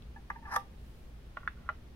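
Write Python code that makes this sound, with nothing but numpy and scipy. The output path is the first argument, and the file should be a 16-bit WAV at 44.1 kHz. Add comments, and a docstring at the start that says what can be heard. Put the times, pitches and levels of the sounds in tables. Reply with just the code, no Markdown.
"""Cuvette from well to rack

A quiet laboratory, a pair of microphones close to the bench, ventilation rumbling behind. A plastic
cuvette is worked loose in the well of a small instrument: its knocks and stick-slip creaks ring the
housing, then it scrapes up the wall and comes free with a click. A gloved hand carries it, the sleeve
brushing faintly, to a plastic rack, where it knocks a few times as it is seated."""
import sys
import numpy as np
from scipy import signal
from scipy.fft import rfft, irfft
from scipy.io import wavfile

SR = 44100
rng = np.random.default_rng(int(sys.argv[2]) if len(sys.argv) > 2 else 0)


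def to_wav(sig):
    """Store sig (one row per channel, or 1-D mono) as 16-bit WAV at the path in sys.argv[1].

    Samples outside -1..1 are clipped; the rate is SR.
    """
    pcm = np.clip(np.atleast_2d(sig), -1, 1) * 32767
    pcm = np.round(pcm).astype(np.int16)
    wavfile.write(sys.argv[1], SR, pcm.T)  # frames by channels


N = 85995
TIME = np.arange(N) / SR

# Room tone of rumble and hiss. Each row: frequency in Hz, relative spectral level in dB.
AIR_SPECTRUM = [(15, -4), (30, -1.5), (42, -2.5), (55, 2.5), (70, 2), (100, -10), (170, -9), (250, -16.5),
                (400, -19), (800, -26.5), (1600, -31), (3200, -34), (6300, -42.5), (7300, -47.5),
                (9000, -45.5), (15500, -48.5)]
# How alike the air is at the two microphones. Each row: frequency in Hz, correlation from 0 to 1.
AIR_CORRELATION = [(50, 0.96), (125, 0.93), (250, 0.88), (600, 0.25), (2000, 0), (10000, 0)]
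# Fan and mains hum. Each row: frequency in Hz, rms level in dB.
HUM_TONES = [(54.7, -56.5), (119.4, -65.5), (236.7, -67)]
# Colour of the room's tail. Each row: frequency in Hz, level in dB against the direct sound.
ROOM_TAIL = [(300, -28.5), (800, -10), (1500, -21.5), (3000, -1), (6000, -14.5), (14000, -11)]

# The sleeve passing the microphones. Each row: time in seconds, rms level in dB.
SLEEVE_LEVEL = [(.65, -89), (.85, -73), (1.0, -73.5), (1.2, -86), (1.35, -92)]
# Faint ticks of the glove. Each row: start in seconds, peak level in dB.
GLOVE_TOUCHES = [(0.023, -48), (0.0486, -60)]

# Modes of the rack, the instrument housing and the cuvette walls.
# Each row: frequency in Hz, relative level in dB, seconds to fall 60 dB.
RACK_MODES = [(486, -9.5, 0.075), (629, -13.5, 0.11), (712, -13, 0.12), (820, -5.5, 0.041),
              (935, -10.5, 0.031), (1140, -2.5, 0.08), (1270, 0.5, 0.026), (1401, 4.5, 0.039),
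              (1540, -10, 0.022), (1800, -3.5, 0.039), (1950, -12, 0.029), (2430, -9.5, 0.023),
              (2900, -16, 0.02), (3280, -18, 0.023)]
HOUSING_MODES = [(347, -12, 0.073), (507, -2.5, .12), (798, -4.5, .15), (919.6, 6, 0.052), (1000, 0, 0.036),
                 (1181, 6, 0.063), (1301, -16, 0.12), (1613, -1, 0.069), (1717, -2.5, 0.081),
                 (1769, -2, 0.056), (1880, -9, 0.051), (2100, -28, 0.041), (2360, -17, 0.063)]
CUVETTE_MODES = [(3080, -18, 0.013), (3770, -1.5, 0.022), (4620, -3.5, 0.01), (5080, 5, 0.01),
                 (5700, 3, 0.015), (7750, -15, 0.0058), (9060, -17, .008), (11500, -7.5, 0.0047),
                 (11840, -2, 0.0074), (12070, -7, 0.0059), (13600, -6, .007)]

# The cuvette knocking in the rack and rocking in the well. Each row: start in seconds, peak level in dB,
# centre of the contact's band in Hz, its width in octaves, ring length factor, peak of the tick in dB.
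RACK_CONTACTS = [(1.3695, -39, 1190, 3.4, 0.27, -52), (1.3715, -26, 1300, 1.7, 0.49, -51),
                 (1.4322, -42, 1070, 1.7, 0.53, -69), (1.4758, -18, 1572, 0.49, 0.073, -43.5),
                 (1.6898, -19.5, 1350, 1.12, 0.79, -47), (1.6929, -28, 1300, 2.2, 1.17, -51)]
WELL_CONTACTS = [(.3008, -31, 1440, 0.43, 0.2, -53.5), (.3032, -22.5, 1380, 1.18, 0.46, -51),
                 (.3052, -28.5, 1420, 1.07, 0.26, -60), (.5585, -32, 1430, 1, 0.36, -55),
                 (.5617, -18, 1400, 1.12, 0.49, -26), (.5632, -18, 1085, 1.32, 0.81, -31)]
# At the rack, a soft rough noise that swells just before the sharp knock, then faint rubbing before
# the last knocks. Each row: time in seconds, rms level in dB.
RACK_NOISE_LEVEL = [(1.35, -71.5), (1.465, -60.5), (1.54, -83), (1.575, -66), (1.63, -68), (1.685, -64.5),
                    (1.70, -81)]
# Stick-slip creaks in the well. Each row: start in seconds, length in seconds,
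# level in dB (the peak is 3 dB higher), slips per second, centre of the band in Hz.
WELL_CREAKS = [(0.158, 0.011, -44.5, 865, 1410), (0.351, 0.011, -50, 820, 2480),
               (0.357, 0.0085, -42.5, 915, 700), (0.385, 0.009, -54, 890, 700),
               (0.421, .012, -51, 880, 800), (0.447, 0.021, -42, 875, 4960)]
# Pressure on the wall as the cuvette slides out. Each row: time in seconds, relative level in dB.
WALL_PRESSURE = [(.43, -26), (.46, -14), (.497, -11), (.515, -2), (.535, 2.5), (.546, -1.5), (.556, -4),
                 (.562, -29)]
# The gritty treble of the scrape. Each row: time in seconds, relative level in dB.
GRIT_LEVEL = [(.465, -28), (.503, -16), (.521, -2.5), (.54, 0.5), (.559, 0), (.563, -36)]

# Places in the stereo picture. Each pair: left minus right in dB, lag at the right microphone in ms.
HOUSING_PLACE, RACK_PLACE, TICK_PLACE = (0.22, 0.15), (-1.3, 0.063), (6.3, 0.081)
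# Cycles that a mode takes to build up after a contact.
HOUSING_RISE_CYCLES, PLASTIC_RISE_CYCLES = 1.06, 0.39


def from_db(db):
    """Decibels to gain."""
    return 10 ** (np.asarray(db) / 20)


def rms_one(x):
    """Scale to unit rms."""
    return x / np.sqrt(np.mean(x ** 2) + 1e-20)


def peak_one(x):
    """Scale to unit peak."""
    return x / np.abs(x).max()


def fader(rows):
    """Gain along a dB curve, silent outside it."""
    return from_db(np.interp(TIME, *np.transpose(rows), left=-200, right=-200))


def per_bin(rows):
    """Read a table over log frequency at every spectral bin."""
    hz, value = np.transpose(rows)
    return np.interp(np.log(np.arange(N // 2 + 1) * SR / N + 1), np.log(hz), value)


def band(x, hz, octaves, order=2):
    """Band-pass around a centre."""
    edges = [hz / 2 ** (octaves / 2), min(hz * 2 ** (octaves / 2), SR / 2 - 1)]
    return signal.sosfilt(signal.butter(order, edges, "band", fs=SR, output="sos"), x + 1e-18)


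def decay(t60):
    """Exponential fall of 60 dB in t60 seconds."""
    return np.exp(-np.log(1000) * np.minimum(TIME / t60, 10))


def through(x, response):
    """Play a signal through a response."""
    return signal.fftconvolve(x, response)[:N]


def at(start_s, x):
    """Start a sound at a given time."""
    return np.concatenate([np.zeros(int(start_s * SR)), x])[:N]


def place(x, where):
    """Level and arrival differences between the two microphones."""
    pan_db, lag_ms = where
    delayed = np.interp(TIME - lag_ms / 1000, TIME, x)
    return np.array([x * from_db(pan_db / 2), delayed * from_db(-pan_db / 2)])


def ventilation(air_db=-50, waver_depth=0.43, waver_hz=5):
    """Rumble and hiss, alike at both microphones in the bass, with a wavering hum."""
    mid, side = rfft(rng.standard_normal((2, N))) * from_db(per_bin(AIR_SPECTRUM))
    alike = np.clip(per_bin(AIR_CORRELATION), 0, 1)
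    air = rms_one(irfft(np.sqrt(1 + alike) * mid + np.sqrt(1 - alike) * side * [[1], [-1]], N))
    slow = np.exp(-(np.arange(N // 2 + 1) * SR / N / waver_hz) ** 2)
    hum = 0
    for hz, db in HUM_TONES:
        swell, sway = waver_depth * rms_one(irfft(rfft(rng.standard_normal((2, N))) * slow, N))
        hum = hum + from_db(db) * rms_one((1 + swell) * np.sin(2 * np.pi * hz * TIME + sway))
    return from_db(air_db) * air + hum


def reflections(t60, build_s):
    """Dense echoes that build up and die away."""
    envelope = decay(t60) * (1 - np.exp(-TIME / build_s))
    return rng.standard_normal(N) * envelope / np.linalg.norm(envelope)


def room(direct, bench_db=-5):
    """Quick scatter off the bench and a short diffuse tail, different at each microphone."""
    channels = []
    for channel in direct:
        tail = reflections(t60=0.22, build_s=0.0027)
        tail = irfft(rfft(tail) * from_db(per_bin(ROOM_TAIL)), N)[:N // 2]
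        bench = from_db(bench_db) * reflections(t60=0.025, build_s=0.006)
        channels.append(through(channel, tail) + through(channel, bench))
    return np.array(channels)


def sleeve_brush():
    """Cloth brushes past: a faint hiss, wide across the microphones."""
    hiss = band(rng.standard_normal((2, N)), hz=7750, octaves=2.7, order=1)
    return fader(SLEEVE_LEVEL) * rms_one(hiss)


def snap(hz, t60):
    """A light contact: a burst of noise in a narrow band."""
    return band(rng.standard_normal(N) * decay(t60), hz, octaves=0.75)


def glove_ticks():
    """The glove gives tiny, dry ticks."""
    return sum(at(start, from_db(db) * peak_one(snap(hz=3350, t60=0.0014)))
               for start, db in GLOVE_TOUCHES)


def ringing(modes, ring_length=1):
    """A body answers one tap: each mode swells and dies away, both times scaled by ring_length."""
    rise_cycles = HOUSING_RISE_CYCLES if modes is HOUSING_MODES else PLASTIC_RISE_CYCLES
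    ring = 0
    for hz, db, t60 in modes:
        swell = 1 - np.exp(-TIME * hz / (rise_cycles * ring_length))
        ring = ring + from_db(db) * swell * decay(t60 * ring_length) * np.sin(2 * np.pi * hz * TIME)
    return ring


def knocks(contacts, modes, make_tick):
    """Each contact ticks and rings the body, coloured by its hardness and damped by the fingers."""
    body = ticks = 0
    for start, db, hz, octaves, ring_length, tick_db in contacts:
        ring = band(ringing(modes, ring_length), hz, octaves)
        body = body + at(start, from_db(db) * peak_one(ring))
        ticks = ticks + at(start, from_db(tick_db) * peak_one(make_tick()))
    return body, ticks


def grains(per_second=3000, spread_db=3):
    """Dense random impulses of uneven size."""
    sizes = from_db(spread_db * np.minimum(rng.exponential(1, N), 3)) * rng.choice([-1, 1], N)
    return sizes * (rng.random(N) < per_second / SR)


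def rough_noise(response, envelope):
    """Grains of changing strength ring a body."""
    return through(rms_one(grains()) * envelope, response / np.linalg.norm(response))


def rack_seating():
    """The cuvette knocks into the rack with dull plastic snaps; a soft rough noise lies in between."""
    body, snaps = knocks(RACK_CONTACTS, RACK_MODES, lambda: snap(hz=2900, t60=0.015))
    damped_rack = band(ringing(RACK_MODES, ring_length=0.4), hz=1650, octaves=2.5)
    return body + rough_noise(damped_rack, fader(RACK_NOISE_LEVEL)), snaps


def well_creaks(jitter=0.032):
    """Short runs of nearly regular slips shake the housing."""
    housing = ringing(HOUSING_MODES, ring_length=0.79)
    creaks = 0
    for start, length, db, rate_hz, centre_hz in WELL_CREAKS:
        slip_times = np.cumsum(1 + jitter * rng.standard_normal(40)) / rate_hz
        pulses = np.zeros(N)
        pulses[(slip_times * SR).astype(int)] = np.sin(np.pi * np.minimum(slip_times / length, 1))
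        creak = band(through(pulses, housing), centre_hz, octaves=1.9, order=1)
        creaks = creaks + at(start, np.sqrt(2) * from_db(db) * peak_one(creak))
    return creaks


def cuvette_tick(crack_band_hz=(2280, 12800), crack_db=12):
    """A hard edge catches: a brief crack and the high ring of the cuvette."""
    treble = signal.butter(3, crack_band_hz, "band", fs=SR, output="sos")
    crack = signal.sosfilt(treble, rng.standard_normal(N)) * decay(t60=0.0069)
    return peak_one(ringing(CUVETTE_MODES) + from_db(crack_db) * crack)


def well_scrape(body_db=-34.5, grit_db=-54.5, squeak_db=-56, low_cut_hz=720):
    """The cuvette drags up the well, its slips shaking the housing; near the top, grit and a squeak."""
    housing = band(ringing(HOUSING_MODES, ring_length=0.91), hz=1100, octaves=2.7)
    housing = signal.sosfilt(signal.butter(6, low_cut_hz, "high", fs=SR, output="sos"), housing)
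    body = from_db(body_db) * rough_noise(housing, fader(WALL_PRESSURE))
    roughness = fader(GRIT_LEVEL)
    grit = from_db(grit_db) * rough_noise(cuvette_tick(), roughness)
    squeak = from_db(squeak_db) * rms_one(band(grains(), hz=5100, octaves=0.028)) * roughness
    return body, grit + squeak


def scene():
    """At the microphones: housing and rack near the centre, ticks to the left, the room all round."""
    well, well_ticks = knocks(WELL_CONTACTS, HOUSING_MODES, cuvette_tick)
    rack, rack_snaps = rack_seating()
    scrape, grit = well_scrape()
    glove = glove_ticks()
    sleeve = sleeve_brush()
    direct = (place(well + scrape + well_creaks(), HOUSING_PLACE)
              + place(rack, RACK_PLACE)
              + place(well_ticks + rack_snaps + grit + glove, TICK_PLACE))
    return direct + room(direct) + sleeve + ventilation()


def record(dry):
    """A steep low-pass at 15.8 kHz on both channels."""
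    return signal.sosfilt(signal.ellip(12, .1, 80, 15800, fs=SR, output="sos"), dry)


dry = scene()
out = record(dry)
to_wav(out)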